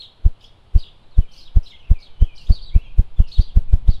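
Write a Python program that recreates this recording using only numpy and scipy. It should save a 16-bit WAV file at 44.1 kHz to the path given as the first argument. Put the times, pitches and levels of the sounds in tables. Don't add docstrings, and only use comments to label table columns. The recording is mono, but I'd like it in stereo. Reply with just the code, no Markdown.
import sys
import numpy as np
from scipy import signal
from scipy.fft import rfft, irfft, next_fast_len
from scipy.io import wavfile
from scipy.ndimage import map_coordinates

SR = 44100
rng = np.random.default_rng(int(sys.argv[2]) if len(sys.argv) > 2 else 0)


def int16_out(signal):
    q = np.round(np.clip(np.atleast_2d(signal).T, -1, 1) * 32767)
    wavfile.write(sys.argv[1], SR, q.astype(np.int16))


N = 176400

# main push in seconds, relative strength in dB, relative feather level in dB.
WINGBEATS = [(.263, -0.6, 1.5), (.7616, -0.06, 3), (1.1901, 0.5, 3.5), (1.5716, 0.5, 3), (1.9157, 0.5, 3),
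             (2.2258, 0.26, 4), (2.5073, 0.86, 5.5), (2.7625, 0.5, 3.5), (2.9948, 0.9, 4.5),
             (3.2033, 1, 4.5), (3.396, 0.36, 5), (3.5734, 1, 5.5), (3.7394, 0.4, 5), (3.892, 0.8, 6)]


def amp(db):
    return 10 ** (np.asarray(db) / 20)


def unit(x):
    return x / np.sqrt(np.mean(x ** 2) + 1e-20)


def along(points, hz):
    f, v = np.transpose(points)
    return np.interp(np.log(hz + 1), np.log(f + 1), v)


def filtered(x, response):
    size = next_fast_len(N + SR // 2)
    return irfft(rfft(x, size) * response(np.fft.rfftfreq(size, 1 / SR)), size)[..., :N]


def noise(spectrum, side):
    m, s = filtered(rng.standard_normal((2, N)), lambda hz: amp(along(spectrum, hz)))
    return unit(np.array([m + side * s, m - side * s]))


def pan(left_db):
    return amp([[left_db / 2], [-left_db / 2]])


def air():
    # frequency in Hz, relative level in dB.
    air_colour = [(35, -30), (60, 1.5), (100, -3.5), (278, -16.5), (359, -14.5), (910, -16.5),
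                  (1910, -27.5), (3270, -22.5), (4220, -27), (5980, -43.5), (10900, -44), (13800, -68),
                  (15500, -69)]
    return amp(-53) * noise(air_colour, side=0.75) * pan(left_db=0.5)


def draught(right_db=-22):
    # time in seconds, level in dB.
    gusts = [(0, -47), (1.199, -35.5), (2, -33.5), (2.8, -23), (3.499, -26), (3.75, -15), (4, -18.5)]
    # frequency in Hz, relative level in dB.
    buffet_colour = [(5, -2), (14, -3), (30, -14), (60, -28.5), (120, -33.5), (250, -50), (600, -78.5),
                     (2000, -120)]
    level_db = np.interp(np.arange(N) / SR, *np.transpose(gusts))
    return amp(level_db) * noise(buffet_colour, side=0.83) * amp([[0], [right_db]])


def song(notes, arch, waver, waver_hz, overtone_db, flutter_db=3, flutter_hz=130):
    out = np.zeros(N + SR)
    for start, length, start_hz, end_hz, db in notes:
        u = np.linspace(0, 1, int(length * SR))
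        shake = map_coordinates(rng.standard_normal(256), [u * length * waver_hz], mode="mirror")
        glide = start_hz + (end_hz - start_hz) * u
        bow = arch * (np.sin(np.pi * u) - .5)
        hz = glide * (1 + bow + waver * shake)
        flutter = flutter_db * map_coordinates(rng.standard_normal(64), [u * length * flutter_hz], mode="mirror")
        phase = 2 * np.pi * np.cumsum(hz) / SR
        tone = np.sin(phase) + amp(overtone_db) * np.sin(2 * phase)
        swell = np.abs(np.sin(np.pi * u)) ** 0.23
        out[max(0, round(start * SR)):][:len(u)] += amp(db + flutter) * swell * tone
    return out[:N]


def flurries():
    # start in seconds, length in seconds, pitch in Hz, relative level in dB.
    bursts = [(0, 0.045, 3780, -56.5), (0.407, .06, 4914, -60.5), (0.76, .06, 4680, -56.5),
              (1.31, 0.13, 4730, -56), (1.627, .08, 4760, -58), (1.989, 0.065, 4970, -64.5),
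              (2.355, 0.2, 5290, -60.5), (2.511, .12, 5030, -74), (3.27, 0.15, 5010, -58),
              (3.876, 0.075, 5140, -65)]
    # frequency in Hz, relative level in dB.
    rasp_colour = [(1500, -31), (3000, 13), (5000, -8.5), (7000, -10.5), (10000, -10.5), (13000, -16),
                   (16000, -24)]
    chips_per_s, chip_s = 170, 0.0084
    pitch_scatter, pitch_rise = 0.2, 0.2065
    t = np.arange(N) / SR
    chips, swell = [], np.zeros(N)
    for start, length, hz, db in bursts:
        chip_starts = np.arange(start, start + length, 1 / chips_per_s)
        for chip_start, (late, high, loud) in zip(chip_starts, rng.standard_normal((64, 3))):
            pitch = hz * np.exp(pitch_scatter * high)
            chip_db = db + 3 * loud - 7.4 * high
            chips.append((chip_start + 0.0015 * late, chip_s, pitch, pitch * (1 + pitch_rise), chip_db))
        swell += amp(db) * np.exp(-(2 * (t - start) / length - 1) ** 2)
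    rasp = swell * noise(rasp_colour, side=0)[0]
    return song(chips, arch=0.034, waver=0.015, waver_hz=596, overtone_db=-21) + rasp


def woodland(x, direct_db, near_db, near_t60, far_db):
    # frequency in Hz, time to fall by 60 dB in seconds.
    wood_t60 = [(200, 0.29), (2500, 1), (4000, 0.68), (7000, 0.25), (14000, 0.9)]
    hz, t, z = signal.stft(rng.standard_normal((2, SR)), SR, nperseg=256)
    decay = amp(-60 * t / along(wood_t60, hz)[:, None])
    far = signal.istft(z * decay, SR, nperseg=256)[1][:, :SR]
    near = rng.standard_normal((2, SR)) * amp(-60 * np.arange(SR) / SR / near_t60)
    far_echo = amp(far_db) * far / np.linalg.norm(far[0])
    near_echo = amp(near_db) * near / np.linalg.norm(near[0])
    return amp(direct_db) * x + signal.fftconvolve(x[None], far_echo + near_echo, axes=1)[:, :N]


def twittering_bird():
    # start in seconds, length in seconds, start pitch in Hz, end pitch in Hz, relative level in dB.
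    syllables = [(0, 0.024, 4400, 3446, -35), (.025, 0.035, 3910, 3120, -39.5),
                 (.44, 0.014, 4800, 4400, -55), (.47, 0.049, 3770, 2950, -56),
                 (.765, 0.022, 5550, 4760, -59), (.785, 0.025, 4890, 4130, -43),
                 (.825, 0.019, 3926, 3026, -40.5), (.85, 0.022, 3650, 3020, -44),
                 (.87, 0.02, 3720, 2926, -46), (1.33, .025, 4260, 4640, -56), (1.375, .04, 4990, 4110, -45),
                 (1.42, 0.025, 4300, 3670, -49), (1.452, .035, 3900, 2950, -47),
                 (1.638, 0.021, 5400, 4420, -52), (1.66, 0.02, 4100, 3184, -41),
                 (1.7, 0.026, 3730, 3000, -43.5), (1.737, 0.031, 3300, 2780, -47.5),
                 (2.0, 0.025, 4200, 5000, -52.5), (2.025, 0.023, 4100, 3850, -45.5),
                 (2.055, 0.018, 3730, 3240, -45.5), (2.357, 0.017, 5250, 6020, -59),
                 (2.378, 0.015, 4660, 4230, -46.5), (2.515, 0.05, 4510, 4060, -37.5),
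                 (2.555, 0.04, 3800, 3360, -43), (2.615, 0.034, 4340, 4140, -40.5),
                 (2.657, 0.047, 3980, 3334, -43), (3.27, 0.041, 4710, 4810, -54.5),
                 (3.316, 0.024, 3670, 4360, -34.5), (3.345, 0.041, 3860, 3124, -39),
                 (3.403, .024, 3905, 4510, -38), (3.43, 0.036, 3500, 4000, -49),
                 (3.473, 0.038, 3490, 3020, -49), (3.895, 0.044, 4460, 4060, -46),
                 (3.935, 0.035, 3830, 3410, -48.5)]
    tones = song(syllables, arch=0.1693, waver=.028, waver_hz=700, overtone_db=-30.5, flutter_db=1)
    twitter = tones + flurries()
    return woodland(twitter, direct_db=-2, near_db=-1, near_t60=.25, far_db=-8.5) * pan(left_db=-6)


def push(t, width):
    u = t / width
    return u * np.exp((1 - u * u) / 2)


def wing_thumps():
    push_s = .00418
    wind_up_share, wind_up_lead_s, wind_up_s = .116, .0086, .0053
    follow_share, follow_lag_s, follow_s = .261, .01015, .0036
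    return_share, return_lag_s, return_s = 0.068, .026, 0.02
    t = np.arange(N) / SR
    thump = np.zeros(N)
    for beat_s, strength_db, _ in WINGBEATS:
        near = np.abs(t - beat_s) < .2
        d = t[near] - beat_s
        stroke = push(d, push_s)
        stroke += wind_up_share * push(d + wind_up_lead_s, wind_up_s)
        stroke += follow_share * push(d - follow_lag_s, follow_s)
        stroke -= return_share * push(d - return_lag_s, return_s)
        thump[near] += amp(strength_db) * stroke
    return thump * amp([[2.9], [-1.1]])


def feathers():
    # frequency in Hz, relative level in dB.
    feather_colour = [(150, 3), (280, 0.5), (450, 1), (700, -5), (1200, -13), (1700, -16), (4000, -22),
                      (8000, -28.5), (12000, -29.5), (16000, -37)]
    rise_s, hold_s, fall_s = 0.0079, 0.0088, 0.023
    click_share, click_s = 0.81, .002
    t = np.arange(N) / SR
    brush = np.zeros(N)
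    for beat_s, _, feather_db in WINGBEATS:
        near = np.abs(t - beat_s) < .2
        d = t[near] - beat_s
        fade = np.maximum(-(d + hold_s) / rise_s, d / fall_s)
        sweep = np.exp(-np.maximum(fade, 0))
        click = click_share * np.exp(-np.abs(d) / click_s)
        brush[near] += amp(feather_db) * (sweep + click)
    return amp(-41.5) * brush * noise(feather_colour, side=1.0) * pan(left_db=1.0)


def whistling_bird():
    # start in seconds, length in seconds, start pitch in Hz, end pitch in Hz, relative level in dB.
    slurs = [(.35, 0.019, 3200, 2700, -68), (.39, 0.064, 3050, 2950, -69), (.62, .05, 2450, 2720, -85),
             (1.03, 0.031, 3900, 4060, -66), (1.11, 0.074, 4400, 3310, -65),
             (1.205, 0.039, 3230, 2900, -63), (1.225, 0.044, 2610, 2360, -64),
             (1.275, 0.1, 3250, 2895, -64), (1.71, 0.044, 2300, 2080, -61), (1.79, 0.026, 3350, 2840, -59),
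             (1.815, .025, 2930, 2460, -57.5), (1.842, 0.022, 2600, 2890, -59),
             (1.87, 0.046, 2647, 2030, -65), (1.935, 0.079, 2600, 2242, -60),
             (2.08, 0.28, 3080, 2960, -67.5), (2.2, 0.058, 3000, 3330, -54), (2.26, 0.088, 2600, 2363, -60),
             (2.37, 0.061, 3100, 2730, -57), (2.715, 0.066, 2100, 2694, -57.5),
             (2.785, 0.04, 2550, 3004, -58), (2.83, 0.058, 3405, 3140, -60.5),
             (2.847, 0.0385, 2850, 2350, -59), (2.89, 0.036, 2740, 2324, -63.5),
             (3.165, 0.091, 3550, 2677, -61), (3.24, 0.07, 3000, 2500, -62.5),
             (3.68, 0.046, 2500, 2360, -63)]
    whistle = song(slurs, arch=-0.045, waver=0.016, waver_hz=251.5, overtone_db=-26, flutter_db=2.5)
    return woodland(whistle, direct_db=5.5, near_db=2, near_t60=0.3, far_db=3.5)


def scene():
    grouse = wing_thumps() + feathers() + draught()
    return air() + grouse + twittering_bird() + whistling_bird()


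def record(dry):
    suction_top, pressure_tops, hardness = .95, [[.68], [.73]], 20
    top = np.where(dry < 0, suction_top, pressure_tops)
    flattened = dry / (1 + np.abs(dry / top) ** hardness) ** (1 / hardness)
    return filtered(flattened, lambda hz: hz < 15800)


dry = scene()
out = record(dry)
int16_out(out)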